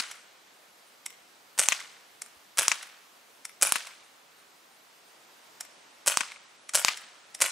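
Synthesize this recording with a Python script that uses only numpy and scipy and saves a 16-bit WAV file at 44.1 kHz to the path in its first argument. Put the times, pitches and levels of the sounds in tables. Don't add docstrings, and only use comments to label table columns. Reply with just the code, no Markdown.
import sys
import numpy as np
from scipy import signal
from scipy.fft import rfft, irfft, next_fast_len
from scipy.io import wavfile
from scipy.ndimage import uniform_filter1d

SR = 44100
rng = np.random.default_rng(int(sys.argv[2]) if len(sys.argv) > 2 else 0)


def put_to_file(sound):
    columns = np.atleast_2d(sound).T
    safe = np.clip(columns, -1, 1)
    whole_steps = np.round(safe * 32767)
    wavfile.write(sys.argv[1], SR, whole_steps.astype(np.int16))


def voltage_ratio(level):
    return 10 ** (np.asarray(level, float) / 20)


N = 331191
LEAD_S = .25


def unit(x):
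    return x / np.sqrt(np.mean(x ** 2) + 1e-20)


def along(points, hz):
    point_hz, value = np.transpose(points)
    return np.interp(np.log(hz + 1), np.log(point_hz + 1), value)


def filtered(x, response):
    size = next_fast_len(x.shape[-1] + 2048, real=True)
    spectrum = rfft(x, size) * response(np.fft.rfftfreq(size, 1 / SR))
    return irfft(spectrum, size)[..., :x.shape[-1]]


def rung(x, modes, sign=-1):
    def ring(hz):
        total = 0
        for k, (mode_hz, width_hz, db) in enumerate(modes):
            damping = 1j * hz * width_hz
            total = total + sign ** k * voltage_ratio(db) * damping / (mode_hz ** 2 - hz ** 2 + damping)
        return total
    peak = np.abs(filtered(np.eye(1, 256)[0], ring)).max()
    return filtered(x, ring) / peak


def add(track, s, sound):
    spot = track[..., round((s + LEAD_S) * SR):][..., :sound.shape[-1]]
    spot += sound[..., :spot.shape[-1]]


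# time in seconds, strength in dB.
SHOT_EVENTS = [
    (-.135, 2),
    (1.5880, -2),
    (2.5828, -0.5),
    (3.623, -1),
    (6.0714, -1),
    (6.7465, 0),
    (7.4137, 0),
]
# delay in ms, crack in dB, thump in dB, hiss in dB, hiss decay (t60) in ms.
FIRING_CYCLE = [
    (-10, -25, -32.5, -29.5, 130),
    (0.5, -6.5, -38.5, -20.5, 57),
    (2.5, -20.5, -21, -29, 25),
    (6, 0, -12.5, -19, 21),
    (8, -8.5, -16, -21.5, 15),
    (12, -5.5, -23.5, -18.5, 19),
    (12.5, -14, -39.5, -29.5, 21),
    (17, -15, -28, -28.5, 30),
    (27.5, -15, -16.5, -35, 23),
    (37, -24, -32, -25, 23),
]
# frequency in Hz, width in Hz, level in dB.
MUZZLE_MODES = [(5590, 1430, -2.5), (7970, 1600, 1), (10420, 1620, -1.5), (14000, 3000, -25.5)]
# frequency in Hz, width in Hz, level in dB.
BODY_MODES = [(603, 114, -0.5), (1450, 360, -0.5), (2310, 340, -1.5), (3030, 500, -3.5)]
# frequency in Hz, density in dB per Hz.
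GAS_SPECTRUM = [(88, -66.5), (150, -29.5), (583, -8.5), (669, -8.5), (972, -3.5), (2650, -5.5),
                (3930, -7.5), (9150, -3), (15300, -27), (16500, -33.5)]


def rifle(yard):
    size = SR // 8
    t = np.arange(size) / SR
    lead_ms = 12
    for s, db in SHOT_EVENTS:
        crack, thump, hiss_power = np.zeros((3, size))
        for ms, crack_db, thump_db, hiss_db, t60_ms in FIRING_CYCLE:
            k = round((ms + lead_ms) * SR / 1000)
            rattle = 0.25 * rng.standard_normal(40) * voltage_ratio(-60 * t[:40] / 0.0015)
            crack[k:k + 40] += voltage_ratio(crack_db + rng.normal(0, 2.4)) * (np.eye(1, 40)[0] + rattle)
            thump[k] += voltage_ratio(thump_db)
            hiss_power[k:] += voltage_ratio(2 * (hiss_db - 75000.0 * t[:size - k] / t60_ms))
        gas = unit(filtered(rng.standard_normal(size), lambda hz: voltage_ratio(along(GAS_SPECTRUM, hz))))
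        near = rung(crack, MUZZLE_MODES) + rung(thump, BODY_MODES) + np.sqrt(hiss_power) * gas
        near = voltage_ratio(db) * near
        start = s - lead_ms / 1000
        add(yard, start, near * voltage_ratio([[.1], [-.1]]))
        add(yard, start, wall(near))
        add(yard, start, scattered(near, db=-10.0, side_db=-6.0, length_s=.7))


# time in seconds, low drum in dB, high drum in dB, paper in Hz, fence answer in dB.
HIT_EVENTS = [
    (-.0368, -7, -9, 4480, -2),
    (1.6867, -10.5, -4, 6000, -2.5),
    (2.6816, -8, -5.5, 5550, -2),
    (3.7222, -6, -7, 9850, -3),
    (6.1723, -4.5, -11, 5360, -4.5),
    (6.8480, -2, -2, 4470, -2),
]
# frequency in Hz, width in Hz.
BOX_MODES = [(270, 170), (1120, 520), (2400, 940)]
# frequency in Hz, width in Hz, level in dB.
CARD_MODES = [(1510, 2230, -2), (6000, 5600, -1.5)]
SMACK_DB = -2.5


def box(yard):
    t = np.arange(1500) / SR
    blow = np.eye(1, 1500)[0]
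    for s, low_db, high_db, paper_hz, fence_db in HIT_EVENTS:
        tearing = 0.4 * voltage_ratio(-60 * t / 0.0068) + 0.045 * voltage_ratio(-60 * t / 0.032)
        shreds = rng.standard_normal(1500) * tearing
        second_hz = paper_hz - 4000 * np.sign(paper_hz - 8000)
        smack = rung(blow + shreds, [(paper_hz, 1500, 0), (second_hz, 2400, -6), (13000, 2500, -22)])
        smack = rung(smack, [(6700, 12000, 0)])
        smack = voltage_ratio(SMACK_DB) * smack / np.abs(smack).max()
        levels_db = (low_db - 14, low_db, high_db)
        modes = [(*mode, db) for mode, db in zip(BOX_MODES, levels_db)]
        drum = voltage_ratio(max(low_db, high_db) + 2.0) * rung(blow + 0.11 * shreds, modes, sign=0.83)
        drum = filtered(drum, lambda hz: 1j * hz / (160 + 1j * hz))
        add(yard, s, (smack + drum) * voltage_ratio([[.6], [-.6]]))
        add(yard, s, voltage_ratio(fence_db) * fence(smack + drum))
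        around = voltage_ratio((SMACK_DB + high_db) / 2) * rung(blow, CARD_MODES)
        add(yard, s, scattered(around, db=-4.0, side_db=-8.5, length_s=.7))


# time in seconds, peak in dB, knock in dB.
TAKE_UP_EVENTS = [(1.061, -23, -16), (2.2184, -25, -17), (3.4516, -25.5, -16), (5.607, -24, -14.5),
                  (6.6919, -26.5, -15), (7.3477, -25, -17.5)]
# time in seconds, peak in dB, knock in dB.
LET_GO_EVENTS = [(0.112, -29.5, -11), (1.802, -33.5, -9), (2.827, -33, -8), (3.8686, -33.5, -8.5),
                 (6.3175, -40.5, -3), (6.9717, -30, -13.5)]


def trigger(yard):
    clicks(yard, TAKE_UP_EVENTS, spring_db=-11, housing_db=-6.0, rise_ms=4.9, t60_ms=14.2)
    clicks(yard, LET_GO_EVENTS, spring_db=-13.5, housing_db=-8, rise_ms=8.5, t60_ms=25)


# frequency in Hz, width in Hz, level in dB.
SPRING_MODES = [(5560, 430, 1.5), (7570, 950, 0), (9900, 1600, -3), (12500, 1800, -28.5)]
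# frequency in Hz, width in Hz, level in dB.
HOUSING_MODES = [(680, 134, -11.5), (1260, 500, -10), (2120, 320, -1.5), (3280, 1700, -10)]


def clicks(yard, events, spring_db, housing_db, rise_ms, t60_ms):
    t = np.arange(2400) / SR - .006
    scrape = voltage_ratio(18600.0 * t / rise_ms - 5.5)
    rattle = voltage_ratio(-60e3 * t / t60_ms) + 0.18 * voltage_ratio(-60 * t / 0.068)
    shape = np.where(t < 0, scrape, rattle)
    for s, db, knock_db in events:
        grit = shape * rng.standard_normal((2, len(t)))
        spring = voltage_ratio(db + spring_db) * rung(grit[0], SPRING_MODES)
        housing = voltage_ratio(db + knock_db + housing_db) * rung(grit[1], HOUSING_MODES)
        click = spring + housing
        add(yard, s - .005, click)
        add(yard, s - .005, voltage_ratio(-3.0) * wall(click))
        add(yard, s - .005, scattered(click, db=-16.0, side_db=-1, length_s=.25))


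# delay in ms, level in dB, left minus right in dB.
WALL_ECHOES = [(42.04, -13.5, 5), (64.3, -25, 2)]
# frequency in Hz, gain in dB.
WALL_COLOUR = [(100, -13.5), (700, 3), (1500, 5), (3000, 7), (6000, -9.5), (9500, -0.5), (14000, 6.5)]


def wall(x):
    return echoed(x, WALL_ECHOES, WALL_COLOUR, smear_ms=4.3, rough=0.095)


# delay in ms, level in dB, left minus right in dB.
FENCE_ECHOES = [(14.8, -21, 4), (31.8, -23, 3), (33.5, -17, 2), (35.4, 0.5, 6), (40.1, -4, 5),
                (45.3, -17, 2), (61.4, -17, 2), (74.2, -24.5, -6)]
# frequency in Hz, gain in dB.
FENCE_COLOUR = [(200, -5.5), (500, -12), (1000, -4.5), (2200, 3.5), (3200, -3.5), (5000, -9), (9000, -13),
                (14000, -13)]


def fence(x):
    return echoed(x, FENCE_ECHOES, FENCE_COLOUR, smear_ms=18.3, rough=0.11)


def echoed(x, echoes, colour, smear_ms, rough):
    t = np.arange(400) / SR
    paths = np.zeros((2, SR // 8))
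    for ms, db, pan_db in echoes:
        blur = rough * rng.standard_normal((2, 400)) * voltage_ratio(-60e3 * t / smear_ms)
        image = np.eye(1, 400)[0] + blur[0] + .5 * blur[1] * [[1], [-1]]
        gain = voltage_ratio(db + pan_db * np.array([[.5], [-.5]]))
        paths[:, round(ms * SR / 1000):][:, :400] += gain * image
    copies = signal.fftconvolve(x[None], paths, axes=1)
    return filtered(copies, lambda hz: voltage_ratio(along(colour, hz)))


# frequency in Hz, t60 in seconds.
HEDGE_DECAY = [(200, 0.17), (600, 0.44), (1500, 0.45), (4000, 0.34), (10000, 0.18), (16000, 0.16)]
# frequency in Hz, gain in dB.
HEDGE_COLOUR = [(100, -14.5), (500, -9), (1200, -3), (3200, -1.5), (6000, -1), (10000, 2.5), (16000, -6.5)]


def scattered(x, db, side_db, length_s):
    hz, t, z = signal.stft(rng.standard_normal((2, int(length_s * SR))), SR, nperseg=256)
    t60 = along(HEDGE_DECAY, hz)[:, None]
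    hedge = voltage_ratio(-60 * t / t60)
    houses = voltage_ratio(-16.5 - 60 * t / (3.35 * t60))
    swell = 1 - 0.6 * np.exp(-t / 0.042)
    fall = (hedge + houses) * swell
    lumps = unit(uniform_filter1d(rng.standard_normal(fall.shape), size=25, axis=0))
    fall = fall * voltage_ratio(3.2 * lumps)
    tail = signal.istft(z * fall * voltage_ratio(along(HEDGE_COLOUR, hz))[:, None], SR, nperseg=256)[1]
    mid, side = tail / np.linalg.norm(tail[0]) * voltage_ratio([[db], [db + side_db]])
    return signal.fftconvolve(x[None], [mid + side, mid - side], axes=1)


# start in seconds, number of chirps.
CRICKET_BOUTS = [
    (.16, 8),
    (2.86, 1),
    (3.33, 9),
    (6.33, 4),
]


def cricket(yard):
    chirp_gap_s, chirp_db = .347, -64
    t = np.arange(2200) / SR
    pulses = np.sin(np.pi * 115 * t) ** 2 * np.sin(np.pi * t / t[-1]) ** .5
    for start, count in CRICKET_BOUTS:
        for k in range(count):
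            wing = unit(rung(rng.standard_normal(len(t)), [(8740, 310, 0)]))
            add(yard, start + k * chirp_gap_s, voltage_ratio(chirp_db + rng.normal(0, 1.5)) * pulses * wing)


# time in seconds, level in dB, frequency in Hz.
WIND_PUFFS = [(2.362, -65, 70)]


def puffs(yard):
    t = np.arange(2000) / SR
    for s, db, hz in WIND_PUFFS:
        push = (t / 0.0079) * np.exp(1 - t / 0.0071)
        add(yard, s, voltage_ratio(db) * np.sin(2 * np.pi * hz * t) * push)


# frequency in Hz, density in dB per Hz.
AIR_SPECTRUM = [(20, -30), (60, -26), (120, -14), (220, -7.5), (400, -4), (700, -1), (1200, -2),
                (2000, -4.5), (4000, -7.5), (8000, -12.5), (11000, -14), (15500, -17.5), (16500, -40)]
# frequency in Hz, correlation.
AIR_LIKENESS = [(60, 0.52), (130, 0.79), (290, 0.68), (640, 0.2), (1410, 0.17), (3100, 0.43), (6820, 0.64),
                (15000, .7)]
# frequency in Hz, left minus right in dB.
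AIR_LEAN = [(60, -1.5), (240, 0.5), (950, -0.5), (3770, -1.5), (15000, 1.5)]
# time in seconds, level in dB.
AIR_LEVEL = [(0, -57.5), (2, -56.5), (4.7, -57.5), (5.6, -55), (6.5, -57), (7.5, -55.5)]


def air():
    hz, _, z = signal.stft(rng.standard_normal((2, N)), SR, nperseg=1024)
    field = uniform_filter1d(rng.standard_normal(z.shape[1:]), size=12, axis=0)
    field = unit(uniform_filter1d(field, size=7, axis=1))
    turn = np.arccos(np.clip(along(AIR_LIKENESS, hz), -1, 1))[:, None] / 2
    coloured = z * voltage_ratio(along(AIR_SPECTRUM, hz)[:, None] + 0.74 * field)
    mid, side = coloured * [np.cos(turn), np.sin(turn)]
    lean = voltage_ratio(along(AIR_LEAN, hz)[:, None] / 2)
    both = signal.istft([(mid + side) * lean, (mid - side) / lean], nperseg=1024)[1][:, :N]
    return unit(both) * voltage_ratio(np.interp(np.arange(N) / SR, *np.transpose(AIR_LEVEL)))


def scene():
    yard = np.zeros((2, N + round(LEAD_S * SR)))
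    for source in (rifle, box, trigger, cricket, puffs):
        source(yard)
    return yard[:, -N:] + air()


# time in seconds, share of treble patches lost.
THINNING = [(0, .4), (2, .22), (3, .03), (4.3, .35), (6.4, .95), (7.5, .9)]


def thinned(x):
    idle, refill_s = .45, .13
    mono_hz, wide_share, most = 7600, .5, .78
    hz, t, z = signal.stft(x, SR, nperseg=1024)
    treble = np.abs(z[:, hz > 10000]).mean(axis=(0, 1))
    busy = treble > voltage_ratio(5) * np.median(treble)
    since = (t - np.maximum.accumulate(t * busy)) / refill_s
    share = np.interp(t, *np.transpose(THINNING)) * (idle + 1.5 * since * np.exp(1 - since) / 2)
    share = np.minimum(share, most) * np.clip((hz[:, None] - 8200) / 2500, 0, 1)
    quiet = np.abs(z).max(axis=(0, 1)) < voltage_ratio(-52)
    mono = (hz[:, None] > mono_hz) & (patches(hz, count=len(t), channels=1) > wide_share * busy)
    emptied = quiet & (patches(hz, count=len(t), channels=2) < share)
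    kept = np.where(mono, z.mean(axis=0), z) * ~emptied
    return signal.istft(kept, nperseg=1024)[1][:, :N]


def patches(hz, count, channels):
    band = (hz // 700).astype(int)
    luck = rng.standard_normal((channels + 1, band.max() + 1, count))
    luck = uniform_filter1d(luck, size=5, axis=2)
    luck = luck[1:] + .9 * luck[0]
    rank = luck.argsort(axis=None).argsort().reshape(luck.shape)
    return (rank / luck.size)[:, band]


def low_pass(x):
    return signal.sosfilt(signal.butter(12, 16830, fs=SR, output="sos"), x)


def record(dry):
    band = filtered(dry, lambda hz: 1j * hz / (55 + 1j * hz) * (hz < 15700))
    band = thinned(band)
    full = band / (1 + np.abs(band / .93) ** 8) ** (1 / 8)
    full = filtered(full, lambda hz: np.clip((16900 - hz) / 900, 0, 1) ** 2)
    return low_pass(full)


dry = scene()
out = record(dry)
put_to_file(out)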